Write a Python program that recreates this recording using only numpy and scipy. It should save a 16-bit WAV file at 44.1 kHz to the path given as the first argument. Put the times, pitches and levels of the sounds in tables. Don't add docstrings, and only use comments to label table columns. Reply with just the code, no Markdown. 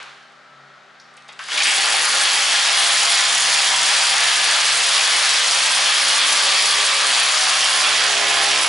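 import sys
import numpy as np
from scipy import signal
from scipy.fft import rfft, irfft, next_fast_len
from scipy.io import wavfile

SR = 44100
rng = np.random.default_rng(int(sys.argv[2]) if len(sys.argv) > 2 else 0)


def file_out(sig):
    cols = np.atleast_2d(sig).T
    lim = np.clip(cols, -1, 1)
    pcm = np.round(lim * 32767).astype(np.int16)
    wavfile.write(sys.argv[1], SR, pcm)


def rack_gain(trim_db):
    fader = np.asarray(trim_db, float)
    return 10 ** (fader / 20)


N = 382788
TIME_S = np.arange(N) / SR
LEFT_RIGHT = np.array([[1], [-1]])
FIRST_BLOW_S, THUD_IN_S = 1.591, 2.62

# (place in the cycle [share], relative level [dB], timing scatter [ms], softness [0-1])
CONTACTS = [(0, 7.5, .12, 0), (.29, 5, .3, 0), (.53, 1, .5, .6), (.78, 0, .6, .1)]


def rms_one(x):
    return x / np.sqrt(np.mean(x ** 2) + 1e-20)


def in_time(rows):
    s, *columns = np.transpose(rows)
    return [np.interp(TIME_S, s, column) for column in columns]


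def at_hz(points, hz):
    points = np.array(points)
    return np.interp(np.log(hz), np.log(points[:, 0] + 1), points[:, 1])


def rise(middle_s, takes_s):
    return .5 + .5 * np.tanh(2 * (TIME_S - middle_s) / takes_s)


def swell(middle_s, half_s):
    return np.exp(-((TIME_S - middle_s) / half_s) ** 2)


def drift(rate):
    r = np.exp(-80 * np.pi * rate / SR)
    noise = rng.standard_normal(N // 40 + 2002)
    slow = signal.lfilter([1], [1, -2 * r, r * r], noise)[2000:]
    return np.interp(np.arange(N) / 40, np.arange(len(slow)), rms_one(slow))


def resonate(x, hz, width_hz):
    r = np.exp(-np.pi * width_hz / SR)
    poles = [1, -2 * r * np.cos(2 * np.pi * hz / SR), r * r]
    return signal.lfilter([(1 - r * r) / 2, 0, (r * r - 1) / 2], poles, x)


def butter(x, hz, kind, order=2):
    return signal.sosfilt(signal.butter(order, hz, kind, fs=SR, output="sos"), x)


def colour(x, spectrum):
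    size = 8192
    hz = np.arange(size // 2 + 1) * SR / size + 1
    cepstrum = irfft(np.log(rack_gain(at_hz(spectrum, hz))))
    cepstrum[1:size // 2] *= 2
    cepstrum[size // 2 + 1:] = 0
    kernel = irfft(np.exp(rfft(cepstrum)))
    kernel /= np.sqrt(np.sum(kernel ** 2))
    return signal.fftconvolve(x, kernel[None], axes=1)[:, :N]


def stereo_noise(size, dying):
    # (frequency [Hz], 60 dB decay time [s])
    decay_times = [(150, 0.31), (600, 0.73), (2000, 0.75), (5000, 1), (10000, 0.95)]
    # (frequency [Hz], left-right correlation [-1 to 1])
    likeness = [(60, 0.9), (170, 0.41), (480, 0.67), (1350, 0.73), (3810, 0.92), (10800, 0.76)]
    out, t = 0, np.arange(size) / SR
    edges = 40 * 2. ** np.arange(10)
    for low, high in zip(edges, edges[1:]):
        mid, side = butter(rng.standard_normal((2, size)), [low, high], "band")
        centre_hz = np.sqrt(low * high)
        alike, t60 = at_hz(likeness, centre_hz), at_hz(decay_times, centre_hz)
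        pair = np.sqrt(1 + alike) * mid + np.sqrt(1 - alike) * side * LEFT_RIGHT
        if dying:
            pair = pair * rack_gain(-60 * t / t60) / np.sqrt(t60)
        out = out + pair
    return out


def last_burst():
    # (frequency [Hz], relative spectral level [dB])
    burst_spectrum = [(120, -48.5), (200, -28), (575, -10), (669, -14), (765, -6), (1380, 0), (1550, -1),
                      (4000, -7.5), (11000, -33), (14300, -57), (22000, -120)]
    tail = colour(stereo_noise(SR, dying=True), burst_spectrum)
    return rack_gain(-39.5) * np.pad(tail, [(0, 0), (0, N - tail.shape[1])])


def wavering_tones():
    # (frequency [Hz], level [dB])
    tones = [(506, -74), (554.5, -70), (597.5, -65), (651.4, -68), (802.1, -65), (958.2, -69), (1001, -70),
             (1077, -71), (1130, -72), (1195, -62.5), (1254, -67), (1319, -60), (1345, -65), (1443, -63),
             (1588, -61), (1701, -68), (1750, -71), (1809, -66), (1900, -63.5), (1925, -68), (2078, -69),
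             (2150, -71), (2245, -72), (2315, -69), (3750, -70)]
    width = .0025
    hz, power = np.arange(N // 2 + 1) * SR / N, np.zeros(N // 2 + 1)
    for centre_hz, db in tones:
        near = slice(*np.searchsorted(hz, [.9 * centre_hz, 1.1 * centre_hz]))
        peak = (1 + (2 * (hz[near] / centre_hz - 1) / width) ** 2) ** -2
        power[near] += rack_gain(2 * db) * peak / peak.sum()
    return irfft(rfft(rng.standard_normal(N)) * np.sqrt(power * N / 2), N)


def low_hum():
    # (time [s], gain [dB], half-length [s])
    hum_swells = [(.08, 5.0, .12), (.634, 12, .15), (1.31, 6, 0.24)]
    level_db = -71 + sum(db * swell(s, half_s) for s, db, half_s in hum_swells)
    phase = 2 * np.pi * 140.3 * TIME_S + 0.3 * drift(6)
    return np.sqrt(2) * rack_gain(level_db) * (np.sin(phase) + rack_gain(-6) * np.sin(10 * phase))


def electric_buzz():
    # (multiple of the buzz rate, mean level [dB])
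    buzz_partials = [(7, -73), (8, -72), (9, -74), (10, -70), (11, -76), (12, -75), (14, -75), (16, -71),
                     (20, -71)]
    buzz_hz, out = 25, 0
    for multiple, db in buzz_partials:
        wave = np.sin(multiple * (2 * np.pi * buzz_hz * TIME_S + multiple))
        out = out + np.sqrt(2) * rack_gain(db) * (1 + .2 * drift(2)) * wave
    return out


def background():
    # (frequency [Hz], relative spectral level [dB])
    quiet_spectrum = [(35, -64), (60, -36), (140, -10), (259, -15), (336, -28), (391, -1), (446, -10.5),
                      (592, -1), (786, 2), (877, -4), (1330, 4), (2670, -6.5), (4310, -9.5), (6500, -18.5),
                      (11000, -34), (14300, -72), (22000, -120)]
    noise = butter(colour(stereo_noise(N, dying=False), quiet_spectrum), 90, "high", order=4)
    quiet = rack_gain(-48.5) * rms_one(noise) + wavering_tones() + low_hum() + electric_buzz()
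    return quiet * rack_gain(1.5 / 2 * LEFT_RIGHT)


def knocks():
    # (time [s],
    # strength before filtering [dB], centre [Hz], decay constant [ms], band width [share of the centre])
    taps = [(0.028, -32, 7000, 3.1, 1.3), (.12, -44, 1700, 8, 1), (.2, -49, 2000, 8, 1),
            (.225, -46, 4900, 5, .5), (.32, -48, 9000, 3, 1.1), (.95, -42, 1800, 3, .8),
            (.998, -33.5, 5000, 6, .3), (.999, -41, 10400, 3.3, .2), (1.012, -38, 5500, 6, .25),
            (1.088, -44, 1900, 4, .6), (1.139, -43, 8500, 4, .8), (1.167, -35, 9000, 6, .5),
            (1.174, -36, 2600, 7, 0.76), (1.222, -39, 4000, 1, 1.3), (1.281, -41, 6000, 4, 1),
            (1.287, -33, 7000, 2, 0.73), (1.288, -32.5, 2000, 14, 1.3), (1.288, -29, 700, 14, 0.84),
            (1.323, -36, 6500, 2, 1), (1.329, -35, 6000, 2.5, 1), (1.391, -22.5, 3000, 2.3, 1.2),
            (1.391, -21, 1090, 14, 0.8), (1.404, -20, 1300, 5.1, 0.72), (1.438, -26, 7980, 4, 1),
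            (1.485, -17, 8500, 1.5, .9), (1.485, -22, 1200, 9.1, 1.1), (1.502, -20, 2500, 4, 1.1),
            (1.518, -11, 1990, 5.6, 0.62), (1.54, -23, 7000, 3, 1), (1.546, -23, 2500, 5.5, 0.93),
            (1.576, -6.5, 2440, 5.6, 0.88), (1.59, -13, 5000, 4.3, 1.9), (1.603, -10, 2000, 6.2, 0.95),
            (1.621, -8, 3500, 4.5, 1.5), (1.633, -7, 4000, 4.2, 1.6), (1.655, -5, 1690, 7, 0.82),
            (1.67, -13, 5000, 5, 1.5), (1.706, -11, 6000, 3, 1.2)]
    # (frequency [Hz], gain [dB], 60 dB decay time [s])
    crown_ring = [(3750, -4, .06), (4460, -4, .06), (5300, 0, .08), (6100, -2, .06), (8300, -2.0, .06)]
    rise_share = .12
    out, t = np.full(3 * SR, 1e-18), np.arange(SR // 10) / SR
    for s, strength_db, centre_hz, ms, width in taps:
        envelope = np.exp(-1000 * t / ms) * np.minimum(1000 * t / (rise_share * ms), 1)
        burst = resonate(rng.standard_normal(len(t)) * envelope, centre_hz, width * centre_hz)
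        burst = resonate(burst, centre_hz, 2 * width * centre_hz)
        out[round(s * SR):][:len(t)] += rack_gain(strength_db) * burst
    rung = out.copy()
    for hz, db, t60 in crown_ring:
        rung += rack_gain(db) * resonate(out, hz, np.log(1000) / (np.pi * t60))
    return np.pad(rung, (0, N - len(out)))


def room(x, turned):
    patches, patch_s, room_db = 11, .03, 3
    size, place = round(.65 * SR), np.arange(N) / round(patch_s * SR)
    padded = next_fast_len(N + size)
    now, fade = place.astype(int), np.pi / 2 * (place % 1)
    dealt = np.resize(rng.permutation(patches), now[-1] + 2)
    leaving, coming = x * np.cos(fade), x * np.sin(fade)
    out = 0
    for patch in range(patches):
        tail = stereo_noise(size, dying=True)
        tail[:, :round(.0025 * SR)] = 0
        tail *= rack_gain(room_db) / np.sqrt(np.sum(tail ** 2) / 2)
        share = (dealt[now] == patch) * leaving + (dealt[now + 1] == patch) * coming
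        out = out + rfft(share, padded) * rfft(tail, padded)
    echoes = irfft(out, padded)[:, :N]
    direct = rack_gain(-6.5 * turned) * butter(x, 4130, "high")
    thump = rack_gain(-4) * butter(x, 1350, "low")
    return (echoes + direct + thump) / np.sqrt(1 + rack_gain(2 * room_db))


def wind_up():
    # (time [s], mean rate [cycles/s])
    speed = [(1.59, 23.5), (1.76, 32.5), (2.03, 39), (2.2, 47.5), (2.35, 61), (2.45, 66), (2.6, 68.8)]
    per_s = in_time(speed)[0] * (1 + .002 * drift(.7))
    cycles = np.cumsum(per_s) / SR
    cycles -= cycles[round(FIRST_BLOW_S * SR)]
    return cycles, per_s, 1 - per_s / speed[-1][1]


def grit(cycles, per_s):
    clicks_per_s, fade_db_per_s = 4000, 96
    sizes = rack_gain(3.45 * np.minimum(rng.exponential(1, N), 5)) * rng.choice([-1, 1], N)
    since_blow_s = np.maximum(cycles, 0) % 1 / per_s
    bite_db = 1.2 * drift(30) - fade_db_per_s * since_blow_s
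    return rms_one(sizes * (rng.random(N) < clicks_per_s / SR) * rack_gain(bite_db))


def strike(at, sizes, softness):
    hits = np.zeros((2, N))
    np.add.at(hits[0], at, sizes * (1 - softness))
    np.add.at(hits[1], at, sizes * softness)
    decay = np.exp(-1 / (0.0006 * SR))
    hard, soft = signal.lfilter([1], [1, -decay], hits) * rng.standard_normal(N)
    return hard + 2.66 * signal.lfilter([.3], [1, -.7], soft)


def hammer(cycles, per_s):
    starts, out = np.arange(int(cycles[-1]) - 1), 0
    for share, db, scatter_ms, softness in CONTACTS:
        late, strength, soft = rng.standard_normal((3, len(starts)))
        at = np.searchsorted(cycles, starts + share) + (late * scatter_ms * SR / 1000).astype(int)
        at = np.clip(at, 0, N - 1)
        sizes = rack_gain(db + 3.0 * strength) / np.sqrt(per_s[at])
        out = out + strike(at, sizes, np.clip(softness + .12 * soft, 0, 1))
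    return rms_one(out)


def ring_bit_and_wall(x, turned):
    # (frequency [Hz], width [Hz], gain [dB], change with depth [dB/s],
    # change once turned [dB])
    resonances = [(803, 40, -0.5, -1.5, 11), (1160, 210, -30, 5, -25), (1718, 34, -8.5, 0.1, 3),
                  (3360, 430, -8, 0.1, -1.5), (4640, 1700, -7, 0.94, -3), (6850, 210, -4, -1, 1),
                  (9080, 780, -9.5, 1.5, -20), (10010, 115, 4.5, 0, 1.5)]
    since_s = np.maximum(TIME_S - THUD_IN_S, 0)
    out = x
    for hz, width_hz, db, db_per_s, turned_db in resonances:
        caught_db = db_per_s * since_s + turned_db * turned + 3.0 * drift(12) + 1.5 * drift(1.2)
        out = out + rack_gain(db) * resonate(x * rack_gain(caught_db), hz, width_hz)
    return out


def shape_bands(heard, slowness, turned):
    since_s = np.maximum(TIME_S - FIRST_BLOW_S, 0)
    light_load_db = -8.5 * (1 - rise(FIRST_BLOW_S, 0.28))
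    treble_db = 4.5 - 0.28 * since_s + light_load_db + 1.56 * drift(52)
    treble_gain = rack_gain(treble_db - 0.7 / 2 * LEFT_RIGHT)
    heard = heard + (treble_gain - 1) * butter(heard, 5000, "high")
    slow = np.tanh(slowness / 0.053)
    boom_db = -10.5 + 9 * slow + 9.5 * turned
    heard = heard + rack_gain(boom_db) * resonate(heard, 265, 177) + rack_gain(11) * slow * resonate(heard, 150, 108)
    return heard + (rack_gain(2.1 / 2 * LEFT_RIGHT) - 1) * butter(heard, 1500, "low", order=1)


def blow_dip_db(cycles, per_s):
    lead_ms = 1.1
    to_blow_ms = 1000 * np.minimum(-cycles % 1, (CONTACTS[1][0] - cycles) % 1) / per_s
    depth_db = 5.0 * rack_gain(2.0 * drift(40)) * (25 / per_s) ** .5
    return -depth_db * np.exp(-(to_blow_ms / lead_ms - 1) ** 2) * (cycles > 0)


def partial_swell_db(multiple):
    # (multiple of the cycle rate, time [s], gain [dB], half-length [s])
    load_swells = [(2, 3.6, 4, 0.22), (2, 5.8, -2, 0.54), (4, 3.6, 3.5, 0.36), (4, 5, -8, .4),
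                   (4, 6.43, 4.5, 0.71), (5, 6.8, -8, 0.65), (6, 2.88, 6, 0.18), (6, 5.8, -9, .3),
                   (6, 6.84, 4.5, 0.6), (6, 7.53, -10, 0.26), (7, 5, 4.5, .4), (7, 7, -3, .6),
                   (8, 6.76, 5.5, 1), (9, 4.9, -8, 0.49), (9, 7.5, 3.5, 0.33), (10, 3.3, 7, 1),
                   (10, 6.5, -7, .8), (11, 3.75, 12, .5), (11, 7.7, 5.5, 0.59), (12, 8.6, 3, 0.82),
                   (14, 3.8, 8, 0.4), (14, 6.7, 3, .4), (15, 3, 9.5, .9), (16, 7.3, 12, 0.55),
                   (16, 5, 4, 0.46), (17, 4.3, 4, .3), (17, 5.3, -12, .4), (17, 6.5, 11.5, 0.73),
                   (17, 7.9, -8, .3), (20, 4.6, 9, .5)]
    return sum(db * swell(s, half_s) for k, s, db, half_s in load_swells if round(k) == round(multiple))


def thud(cycles, turned):
    # (multiple of the cycle rate, relative level [dB], change with depth [dB/s])
    thud_partials = [(4, -15.5, 0.4), (5, -12.5, 0.2), (6, -8.5, 0.64), (7, -5.5, 0), (8, -4.5, 0.5),
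                     (9, -1.5, 0.37), (10, 2, 0.55), (11, -3, 0.74), (12, -10, 0.7), (13, -0.5, 0),
                     (14, 2, 0), (15, -0.5, 1), (16, -4, 0), (17, 2, -0.5), (18, 1, 0), (19, 6, -0.34),
                     (20, -5, 0.3)]
    since_s = TIME_S - THUD_IN_S
    second_db = -54 - 0.43 * since_s + 8 * turned + 1.6 * drift(6.6) + partial_swell_db(2)
    out = rack_gain(second_db) * np.sin(4 * np.pi * cycles)
    upper_db = -47 + 0.9 * since_s + 6.5 * turned
    for multiple, db, db_per_s in thud_partials:
        tilt_db = -2 * turned * np.clip(multiple - 4.9, -3, 3)
        level_db = upper_db + db + db_per_s * since_s + tilt_db + partial_swell_db(multiple) + 2.5 * drift(4)
        out += rack_gain(level_db) * np.sin(2 * np.pi * multiple * cycles + drift(4) + multiple)
    for multiple in range(21, 50):
        db = -44 - .2 * (multiple - 21) + 4.0 * drift(2)
        out += rack_gain(db) * np.sin(2 * np.pi * multiple * cycles + 1.2 * drift(3) + multiple ** 2)
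    return np.sqrt(2) * rise(THUD_IN_S, 0.22) * out


def drill():
    # (time [s], level [dB])
    trigger = [(1.37, -100), (1.385, -58), (1.39, -35.5), (1.48, -32), (1.51, -23), (1.565, -21.5),
               (1.6, -19), (1.7, -19.5), (2.8, -20)]
    # (frequency [Hz], relative spectral level [dB])
    wall_spectrum = [(18, -45), (30, -51), (81, -60), (132, -55), (228, -29.5), (445, -18), (556, -9.5),
                     (1030, -2.5), (1920, 2.5), (2640, 2.5), (3380, 1), (4910, -3), (8050, -10),
                     (9810, -12.5), (11100, -12), (14400, -63), (22000, -120)]
    # (time [s], left minus right [dB])
    balance = [(1.4, 0), (4.08, 0), (5.82, 0), (6.96, -0.5), (7.36, 0.5), (7.93, -2.5), (8.68, -2)]
    cycles, per_s, slowness = wind_up()
    turned = rise(7.9, 0.37)
    blows = rack_gain(3 - 4.5 * slowness) * hammer(cycles, per_s)
    level_db, = in_time(trigger)
    chatter_db = 1.0 * drift(14)
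    work = (blows + grit(cycles, per_s)) * rack_gain(level_db + chatter_db)
    taps = knocks()
    in_room = room(ring_bit_and_wall(work, turned) + rack_gain(1.0) * taps, turned)
    heard = shape_bands(colour(in_room + taps, wall_spectrum), slowness, turned)
    pan_db, = in_time(balance)
    return heard * rack_gain(blow_dip_db(cycles, per_s) + pan_db / 2 * LEFT_RIGHT) + thud(cycles, turned)


def scene():
    return last_burst() + background() + drill()


def gain_control(x):
    hold_from_db, hold_share, hold_ms = -18.5, 0.49, 14
    r = np.exp(-1000 / (hold_ms * SR))
    power = signal.lfilter([1 - r], [1, -r], np.mean(x ** 2, axis=0))
    level_db = 10 * np.log10(power + 1e-12)
    return x * rack_gain(-hold_share * np.maximum(level_db - hold_from_db, 0))


def band_limit(x):
    return signal.sosfilt(signal.butter(12, 11060, fs=SR, output="sos"), x)


def record(dry):
    rounded = .72 * np.tanh(gain_control(dry) / .72)
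    no_rumble = butter(rounded, 45, "high", order=1)
    top_cut = signal.ellip(14, .3, 60, 11000, fs=SR, output="sos")
    return band_limit(signal.sosfilt(top_cut, no_rumble))


dry = scene()
out = record(dry)
file_out(out)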